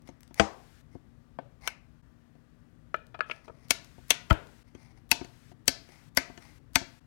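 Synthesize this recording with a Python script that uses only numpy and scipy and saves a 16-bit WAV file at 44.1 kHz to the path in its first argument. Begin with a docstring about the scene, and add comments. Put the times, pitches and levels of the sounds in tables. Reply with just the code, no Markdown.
"""A wooden electronics box close by in a small quiet room. Its lid drops shut, its latch is closed, a plug is
worked into a socket in its wall and clicks twice as it catches, the plug slides home and four toggle switches
snap. Each blow is a burst of tiny impacts that rings the box. Shaped noise makes the fingers sliding, ticks,
scraping levers and air. Sparse random reflections make the room, and sine waves a faint hum. Loud blows raise
the hiss for a moment, and the level dips briefly at three times. Only the left channel carries sound."""
import sys
import numpy as np
from scipy import signal
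from scipy.io import wavfile
from scipy.ndimage import uniform_filter1d

SR = 44100
rng = np.random.default_rng(int(sys.argv[2]) if len(sys.argv) > 2 else 0)


def output_pcm(signal):
    """Save a mono or channel-first signal as 16-bit PCM at the path in sys.argv[1].

    Samples are clipped to [-1, 1] before scaling.
    """
    pcm = np.clip(np.atleast_2d(signal).T, -1, 1) * 32767
    wavfile.write(sys.argv[1], SR, np.round(pcm).astype(np.int16))


N = 311346

# Snaps (two clicks of the plug catching, then four toggle switches), and the plug knocking about its socket.
# Both list (time [s], ring level [dB], extra weight [dB], extra brightness [dB], contact time scale [ms],
# struck spot [Hz])
SNAPS = [(3.706, -15, -12, -1.5, 3.4, 2290), (4.1041, -12.5, -14, -3.5, 4.55, 3350),
         (5.1137, -16, -4.5, 0, 3.3, 2525), (5.6786, -18.5, 1.5, 3.5, 2.6, 4710),
         (6.1712, -15, -1, -3.3, 2.97, 2146), (6.755, -15, 2.5, -4, 3.5, 2140)]
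PLUG_KNOCKS = [(2.9418, -20.5, -7.5, -13, 1.4, 1244), (2.9884, -55, -17, 4.5, 3.3, 1355),
               (3.142, -40.5, 6, -14, 8.3, 1440), (3.1899, -43, 11, 8, 3.7, 1310),
               (3.2059, -17, -26, -2.5, 0.57, 1600), (3.297, -32, -2, -6, 1.3, 1742),
               (3.3108, -26, -26.5, 9.5, 4.9, 2650), (3.478, -50.5, 20, 12, 6.1, 1420),
               (3.4963, -53.5, 30, -1.5, 2.9, 1260)]

# Lid dropping, latch closing, plug sliding home. All list (time [s], ring level [dB], thump level [dB],
# knock level [dB], tick level [dB], sparkle level [dB], contact time scale [ms], struck spot [Hz])
LID_BLOWS = [(0.397, -12, -18.5, -11.5, -16, -46, 1.8, 1900)]
LATCH_BLOWS = [(1.3868, -45.5, -38, -29, -72, -75, 2.6, 560),
               (1.6746, -22, -58, -33.5, -25, -31.5, 4.1, 2468)]
PLUG_SEATING = [(4.298, -29, -47, -20, -35, -45, 13.2, 2300),
                (4.3063, -14.5, -9, -24, -31.5, -45.5, 3, 1440)]

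# Fingertips landing on the box: (time [s], ring level [dB], extra weight [dB], extra brightness [dB])
FINGER_TAPS = [(0.0873, -54.5, 1.5, 3.5), (0.3071, -63, 2, -6.5), (0.9506, -78, 29.5, 7),
               (2.351, -71.5, 3, -5), (3.98, -72, 14.5, -8), (4.748, -54.5, 0, 1), (5.2102, -49, 3, -11),
               (5.2445, -50, -6, 6.5), (5.5141, -66.5, 7.5, -0.5), (5.888, -58, -6, 2),
               (6.2963, -61, 6.5, -1), (6.3746, -46.5, -14, 2), (6.812, -61, 11.5, 4)]
FINGER_CONTACT_MS, FINGER_SPOT_HZ = 2.8, 342

# Balance of a blow's parts:
# (thump over ring [dB], knock over ring [dB], tick over ring [dB], sparkle over ring [dB],
#  share of the extra weight that reaches the knock [0-1])
SWITCH_BALANCE = (-11.5, -7, 4, -0.5, 0.27)
PLUG_BALANCE = (-24.5, -2, -23.5, -48, 0.526)
FINGER_BALANCE = (12.5, 9.5, -5, -19, 0.824)

# Ringing tones of the box's top, shell and wall before each blow detunes them:
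# (pitch [Hz], strength within its band [dB], time to fall by 60 dB [s])
TOP_MODES = [(84, -25, 0.072), (271.2, 13.5, 0.093), (354, 9.5, 0.053), (560, -8.5, .04), (706, 5, 0.034),
             (884, 1, 0.044), (1539.5, 0.5, 0.046), (1747, -2, 0.053), (2070, 11.5, 0.0077),
             (2181, -9.5, 0.074), (2600, 1.5, 0.019), (3390, -6.5, 0.013), (4030, -6, 0.012),
             (4505, -6, 0.02), (5630, -5.5, 0.018), (6320, -1, 0.011), (7750, -12, 0.0097),
             (8200, -5.5, 0.0056), (8670, 7, 0.022), (9650, 8, 0.013), (11420, 10, 0.014),
             (11700, -14, 0.011)]
SHELL_MODES = [(76.5, -11, 0.15), (125, -9.5, 0.071), (204, -3.5, 0.15), (315.8, -8.5, 0.21),
               (520, -7, .06), (679, 7, 0.083), (790, -1, 0.18), (1295, 4.5, 0.006), (1480, 0, 0.017),
               (2290, -6, 0.011), (2531, -12.5, 0.051), (3350, 2, 0.0089), (4800, -6, 0.01),
               (6100, 5, 0.005), (6160, -20, .012), (7900, 2, .01), (9280, -0.5, .01), (12100, -2, .01)]
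WALL_MODES = [(75.3, 6.5, 0.023), (124, -6.5, 0.04), (194, -10, 0.067), (314, -10.5, 0.12),
              (510, -6.5, 0.019), (647.5, 4.5, 0.045), (900, 0.5, 0.022), (1314, 0.5, 0.029),
              (1414, -9, 0.059), (1712, -10, 0.071), (2310, -11, 0.031), (2430, 0, 0.024),
              (3140, 7.5, .015), (4644, 2.5, 0.015), (5900, -12, 0.011), (7320, 3.5, 0.006),
              (8500, -16.5, .01), (12000, 0, .01)]
DETUNE_SPREAD = .03  # full width of the random pitch shift, as a share of the pitch

# Borders of the thump, knock, ring, tick and sparkle bands: (border [Hz], ...)
BAND_EDGES = (50, 400, 1100, 3000, 7000, 15000)

# Skin and metal sliding: (start [s], length [s], place of the firmest pressure [0-1], level there [dB])
STROKES = [(.055, 0.045, 0.56, -59.5), (.355, 0.039, 0.96, -48.5), (.885, 0.095, 0.6, -71),
           (1.61, 0.12, 0.46, -49), (3.26, .166, 0.3, -60), (3.43, 0.061, 0.33, -62.5),
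           (3.5, 0.22, 0.7, -67), (4.665, 0.063, .15, -70), (4.742, 0.19, 0.4, -63.5),
           (4.89, .06, 0.5, -76), (4.955, 0.048, 0.45, -66.5), (5.86, 0.2, 0.32, -61.5),
           (6.39, 0.18, .2, -60)]
# Level at each end below the firmest point; low part over high part
STROKE_START_DB, STROKE_END_DB, STROKE_LOW_DB = -16, -17, 5

# Broad resonances of skin on wood (first two) and on metal:
# (centre [Hz], width of the narrower of two filters [Hz], strength within its group [dB])
RUB_BANDS = [(785, 430, -2), (2070, 300, 1), (5300, 2400, 5), (8600, 3000, -2), (13000, 3500, -12)]

# Faint dry ticks of hinge, wires and switch springs: (time [s], level [dB], rough centre [Hz])
TICKS = [(0.0203, -62.5, 3300), (0.0747, -51.5, 3350), (0.207, -51.5, 7900), (0.232, -49.5, 4000),
         (0.2776, -56, 4500), (0.3436, -42, 7220), (2.9644, -58.5, 3360), (3.0678, -57.5, 3630),
         (3.846, -48, 4360), (4.3287, -35.5, 3350), (4.4705, -54, 3140)]

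# How fast the room's echoes die: (frequency [Hz], time to fall by 60 dB [s])
ROOM_DECAY = [(60, 0.21), (250, 0.59), (700, 0.47), (2000, 0.35), (5000, 0.34), (10000, 0.19),
              (16000, 0.05)]

# Colour of the room tone: (frequency [Hz], relative level per Hz [dB])
AIR_SPECTRUM = [(15, -39), (25, -3), (53, -1.5), (80, -8), (114, -4), (166, -4), (185, -20), (236, -10.5),
                (293, -14), (363, -23.5), (796, -35), (1160, -36), (1940, -37.5), (2110, -42.5),
                (16000, -60.5)]
AIR_GAIN_DB = -48  # for what is left after the low end is taken out
RUMBLE_DB, RUMBLE_SWELL_DB = -54.5, 1.2  # middle level of the low end, and its typical wander

# Hum of a small motor somewhere: (pitch before it wavers [Hz], level [dB])
HUM_TONES = [(53.8, -66.5), (118.4, -64), (156.1, -69), (236.9, -62.5), (258.4, -77), (1174, -80)]

# Colour of the extra hiss after loud blows: (frequency [Hz], relative level per Hz [dB])
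HISS_SPECTRUM = [(600, -17.5), (1500, -1), (3000, -7), (5000, -9), (9000, -13.5), (13000, -18),
                 (16000, -22.5)]
HISS_DB = -63

# Moments when the level dips: (time [s], ...)
DIPS = (2.02, 4.635, 7.0)
TREBLE_LIMIT_HZ = 16300


def amp(db):
    """Turns decibels into a multiplier."""
    return 10 ** (np.asarray(db) / 20)


def evened(x):
    """Scales a sound to an average strength (rms) of 1."""
    return x / np.sqrt(np.mean(x ** 2) + 1e-20)


def read(points, hz):
    """Reads a table between its points, with frequency on a log scale as the ear hears it."""
    f, value = np.transpose(points)
    return np.interp(np.log(hz + 1), np.log(f + 1), value)


def add(mix, s, sound):
    """Mixes a sound in, starting at s seconds."""
    part = mix[round(s * SR):][:len(sound)]
    part += sound[:len(part)]


def balanced(row, balance):
    """Spreads a blow's strength, weight and brightness over the five parts of its sound."""
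    s, ring_db, weight_db, bright_db, contact_ms, spot_hz = row
    thump_db, knock_db, tick_db, sparkle_db, share = balance
    thump_db += ring_db + weight_db
    knock_db += ring_db + share * weight_db
    tick_db += ring_db + bright_db
    sparkle_db += ring_db + bright_db
    return s, ring_db, thump_db, knock_db, tick_db, sparkle_db, contact_ms, spot_hz


def box():
    """All blows on the box: as heard straight on, and as sent into the room."""
    mix = np.zeros((2, N))
    for row in SNAPS:
        blow(mix, balanced(row, SWITCH_BALANCE), TOP_MODES, lag_ms=3.0, rise=0.13, rattle=0.74,
             rattle_t60=0.034, bounce_ms=11.0, bounce_db=-18.5, sent_ring=1.0, sent_db=-4.3)
    for row in LID_BLOWS:
        blow(mix, row, SHELL_MODES, lag_ms=0.45, rise=0.007, rattle=0.57,
             rattle_t60=0.062, bounce_ms=6.6, bounce_db=-18.0, sent_ring=0.2, sent_db=-2.5)
    for row in LATCH_BLOWS:
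        blow(mix, row, TOP_MODES, lag_ms=1.08, rise=0.027, rattle=0.87,
             rattle_t60=0.017, bounce_ms=6., bounce_db=-12.5, sent_ring=0.61, sent_db=-6.5)
    for row in PLUG_KNOCKS:
        blow(mix, balanced(row, PLUG_BALANCE), WALL_MODES, lag_ms=1.2, rise=0.1, rattle=0.74,
             rattle_t60=0.03, bounce_ms=8.3, bounce_db=-18.5, sent_ring=2.5, sent_db=-10.5)
    for row in PLUG_SEATING:
        blow(mix, row, WALL_MODES, lag_ms=3.33, rise=0.088, rattle=0.72,
             rattle_t60=0.027, bounce_ms=10.0, bounce_db=-18.0, sent_ring=0.67, sent_db=-4.0)
    for row in FINGER_TAPS:
        full_row = (*row, FINGER_CONTACT_MS, FINGER_SPOT_HZ)
        blow(mix, balanced(full_row, FINGER_BALANCE), TOP_MODES, lag_ms=1.0, rise=0.54, rattle=0.47,
             rattle_t60=0.084, bounce_ms=8.4, bounce_db=-14.5, sent_ring=0.74, sent_db=-8.0)
    return mix


def blow(mix, row, modes, lag_ms, rise, rattle, rattle_t60, bounce_ms, bounce_db, sent_ring, sent_db):
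    """A burst of tiny impacts rings the modes; wood answers later than metal, and the part bounces once."""
    s, ring_db, thump_db, knock_db, tick_db, sparkle_db, contact_ms, spot_hz = row
    ms = np.arange(1500) * 1000 / SR
    t = np.arange(9000) / SR
    grit = rng.standard_normal((len(BAND_EDGES) - 1, len(ms)))
    phases, detune = rng.random((2, len(modes)))
    grit *= amp(1.3 * rng.standard_normal(len(ms)))  # a few impacts stand out
    dense = rng.standard_normal(len(t))
    spot = signal.iirpeak(spot_hz, 4.5, SR)  # the struck spot lifts the modes near its own pitch

    for k, db in enumerate((thump_db, knock_db, ring_db, tick_db, sparkle_db)):
        low_hz, high_hz = BAND_EDGES[k], BAND_EDGES[k + 1]
        metal = k / 4  # from wood (0) in the lowest band to metal (1) in the highest

        # Push of the blow: it comes later in wood and is shorter in metal
        u = np.maximum(ms - lag_ms * (1 - metal), 0) / (contact_ms * (1 - 0.49 * metal))
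        force = u ** (rise * contact_ms) * np.exp(-2 * u) * grit[k]
        force += amp(bounce_db) * np.roll(force, round(bounce_ms * SR / 1000))
        if k < 2:  # slow modes feel the burst as one push
            force = abs(force)

        # Clear tones of this band
        tones = np.zeros(len(t))
        for (hz, mode_db, t60), phase, d in zip(modes, phases, detune):
            if low_hz <= hz < high_hz:
                shifted_hz = hz * (1 + DETUNE_SPREAD * (d - .5))
                start = phase if k > 1 else 0  # radians
                tones += amp(mode_db - 60 * t / t60) * np.sin(2 * np.pi * shifted_hz * t + start)
        # Countless weak modes, heard as a rattle that is shorter in metal
        weak = dense * amp(-60 * t / (rattle_t60 * (1 - 0.55 * metal)))

        band = signal.butter(3, [low_hz * .9, high_hz * 1.1], "band", fs=SR, output="sos")
        ring = evened(signal.sosfilt(band, signal.oaconvolve(force, tones)))
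        loose = evened(signal.sosfilt(band, signal.oaconvolve(force, weak)))
        sound = ring + rattle * min(0.13 + 2.5 * metal, 1) * loose
        sound += 2.2 * signal.lfilter(*spot, sound)
        gain = amp(db) / np.sqrt(uniform_filter1d(sound ** 2, size=300).max())  # sets the loudest moment
        add(mix[0], s, gain * sound)

        # Summed over all directions the peaks blur, so a bare click joins what goes into the room
        smooth = evened(signal.sosfilt(band, signal.unit_impulse(len(ring))))
        smooth += 2.5 * signal.lfilter(*spot, smooth)
        sent = sent_ring * (1 - metal ** 2) * ring + min(0.3 + 3.0 * metal, 1) * smooth
        add(mix[1], s, gain * amp(sent_db) * min(0.44 + 1.3 * metal, 1) * sent)


def lever_travel():
    """Before each snap a spring ticks as it tips over centre, then the part scrapes ever harder until it snaps
    home."""
    mix = np.zeros(N)
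    ms = np.arange(-940, 0) * 1000 / SR  # time up to the snap at 0
    for s, ring_db, *_ in SNAPS:
        grit = signal.lfilter(*signal.butter(1, [900, 7000], "band", fs=SR), rng.standard_normal(len(ms)))
        tip = amp(-33.5) * np.exp(-(ms - ms[0]) / 2) * rng.standard_normal(len(ms))
        scrape = amp(-15.5 + 1.9 * ms) * grit
        add(mix, s + ms[0] / 1000, amp(ring_db) * (tip + scrape))
    return mix


def rubs():
    """Uneven slips through the broad resonances of skin on wood and metal; each stroke presses in and eases off."""
    unevenness = evened(uniform_filter1d(rng.standard_normal(N), size=150))
    slips = rng.standard_normal(N) * amp(3.0 * unevenness)
    bands = []
    for hz, width, db in RUB_BANDS:
        broad = signal.lfilter(*signal.iirpeak(hz, hz / width / 2, SR), slips)
        bands.append(amp(db) * signal.lfilter(*signal.iirpeak(hz, hz / width, SR), broad))
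    low, high = evened(sum(bands[:2])), evened(sum(bands[2:]))

    level, t = np.zeros(N), np.arange(N) / SR
    for s, length, firmest, db in STROKES:
        u = (t - s) / length  # progress through the stroke, 0-1
        pressure_db = np.interp(u, (0, firmest, 1), (STROKE_START_DB, 0, STROKE_END_DB))
        level += ((u > 0) & (u < 1)) * amp(db + pressure_db)
    return uniform_filter1d(level, size=300) * (high + amp(STROKE_LOW_DB) * low)


def ticks():
    """Each tick is a short puff of grit, broad around its centre."""
    mix, ms = np.zeros(N), np.arange(900) * 1000 / SR
    for s, db, hz in TICKS:
        puff = rng.standard_normal(len(ms)) * (np.exp(-ms / 1.4) + 0.11 * np.exp(-ms / 2.0))
        band = signal.butter(1, [hz * 0.21, min(hz * 1.9, 17000)], "band", fs=SR)
        broad = signal.lfilter(*band, puff)
        add(mix, s, amp(db) * broad / np.sqrt(uniform_filter1d(broad ** 2, size=200).max()))
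    return mix


def room(x):
    """Sparse reflections of random sign, each band dying at its own speed; three tails take turns."""
    taps = np.zeros((3, SR // 2))
    grid = np.arange(300, SR // 2 - 20, 20)  # one reflection in every 20 samples
    at = grid + rng.integers(0, 20, (3, len(grid)))
    np.put_along_axis(taps, at, rng.choice([-1., 1.], at.shape), 1)
    hz, t, z = signal.stft(taps, SR, nperseg=256)
    fading = amp(-60 * t / read(ROOM_DECAY, hz)[:, None])
    tails = signal.istft(z * fading, SR, nperseg=256)[1]

    turn = np.pi * np.arange(N) / SR * .9
    echoes = np.zeros(N)
    for k, tail in enumerate(tails):
        share = np.sqrt(2 / 3) * np.cos(turn + k * np.pi / 3)  # the three powers add up to 1
        echoes += signal.oaconvolve(x * share, tail / np.linalg.norm(tail))[:N]
    return echoes


def noise(spectrum, patchy_db):
    """Steady noise of a given colour, made from random spectra with drifting patches."""
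    hz = np.fft.rfftfreq(2048, 1 / SR)
    a, b, patches = rng.standard_normal((N // 512 + 5, len(hz), 3)).T
    patches = uniform_filter1d(patches, size=12, axis=0)  # blurred over frequency
    patches = evened(uniform_filter1d(patches, size=8, axis=1))  # blurred over time
    z = (a + 1j * b) * amp(read(spectrum, hz)[:, None] + patchy_db * patches)
    return evened(signal.istft(z, nperseg=2048, noverlap=1536)[1][:N])


def air():
    """Room tone: soft noise whose low end wanders, and a faint wavering hum."""
    tone = noise(AIR_SPECTRUM, patchy_db=.7)
    low = signal.sosfiltfilt(signal.butter(2, 400, fs=SR, output="sos"), tone)
    wander = evened(uniform_filter1d(rng.standard_normal(N), size=12000))
    rumble = amp(RUMBLE_DB + RUMBLE_SWELL_DB * wander) * evened(low)

    drift = evened(uniform_filter1d(rng.standard_normal(N), size=8000))
    waver = np.cumsum(1 + .004 * drift) / SR  # time that runs slightly unevenly bends the pitch
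    hum = sum(amp(db) * np.sin(2 * np.pi * (hz * waver + rng.random())) for hz, db in HUM_TONES)
    return amp(AIR_GAIN_DB) * (tone - low) + rumble + hum


def scene():
    """The box in its room, on the left channel."""
    straight, sent = box()
    small = ticks() + rubs() + lever_travel()
    left = straight + small + amp(-11.0) * room(sent + small) + air()
    return np.array([left, np.zeros(N)])


def record(dry):
    """A loud peak holds a noisier input range for a moment; then brief dips, soft overload and band limits."""
    t, index = np.arange(N) / SR, np.arange(N)
    last_loud = np.maximum.accumulate(np.where(abs(dry[0]) > .5, index, -SR))
    stretch = np.searchsorted(DIPS, t)  # counts the dips so far
    # The hiss holds for 0.41 s after a loud peak, but not past a dip
    held = (index - last_loud < .41 * SR) & (stretch == stretch[np.maximum(last_loud, 0)])
    hiss = noise(HISS_SPECTRUM, patchy_db=.3)
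    left = dry[0] + amp(HISS_DB) * hiss * uniform_filter1d(held * 1., size=300)
    for s in DIPS:
        left = left * (1 - 0.87 * np.exp(-((t - s) / 0.0064) ** 2))
    left = signal.lfilter(*signal.butter(2, 40, "high", fs=SR), left)  # the microphone drops the lowest bass
    left = np.tanh(left / .98) * .98  # soft overload
    treble_limit = signal.firwin(511, TREBLE_LIMIT_HZ, window=("kaiser", 9), fs=SR)
    left = signal.oaconvolve(left, treble_limit, "same")
    return np.array([left, dry[1]])


dry = scene()
out = record(dry)
output_pcm(out)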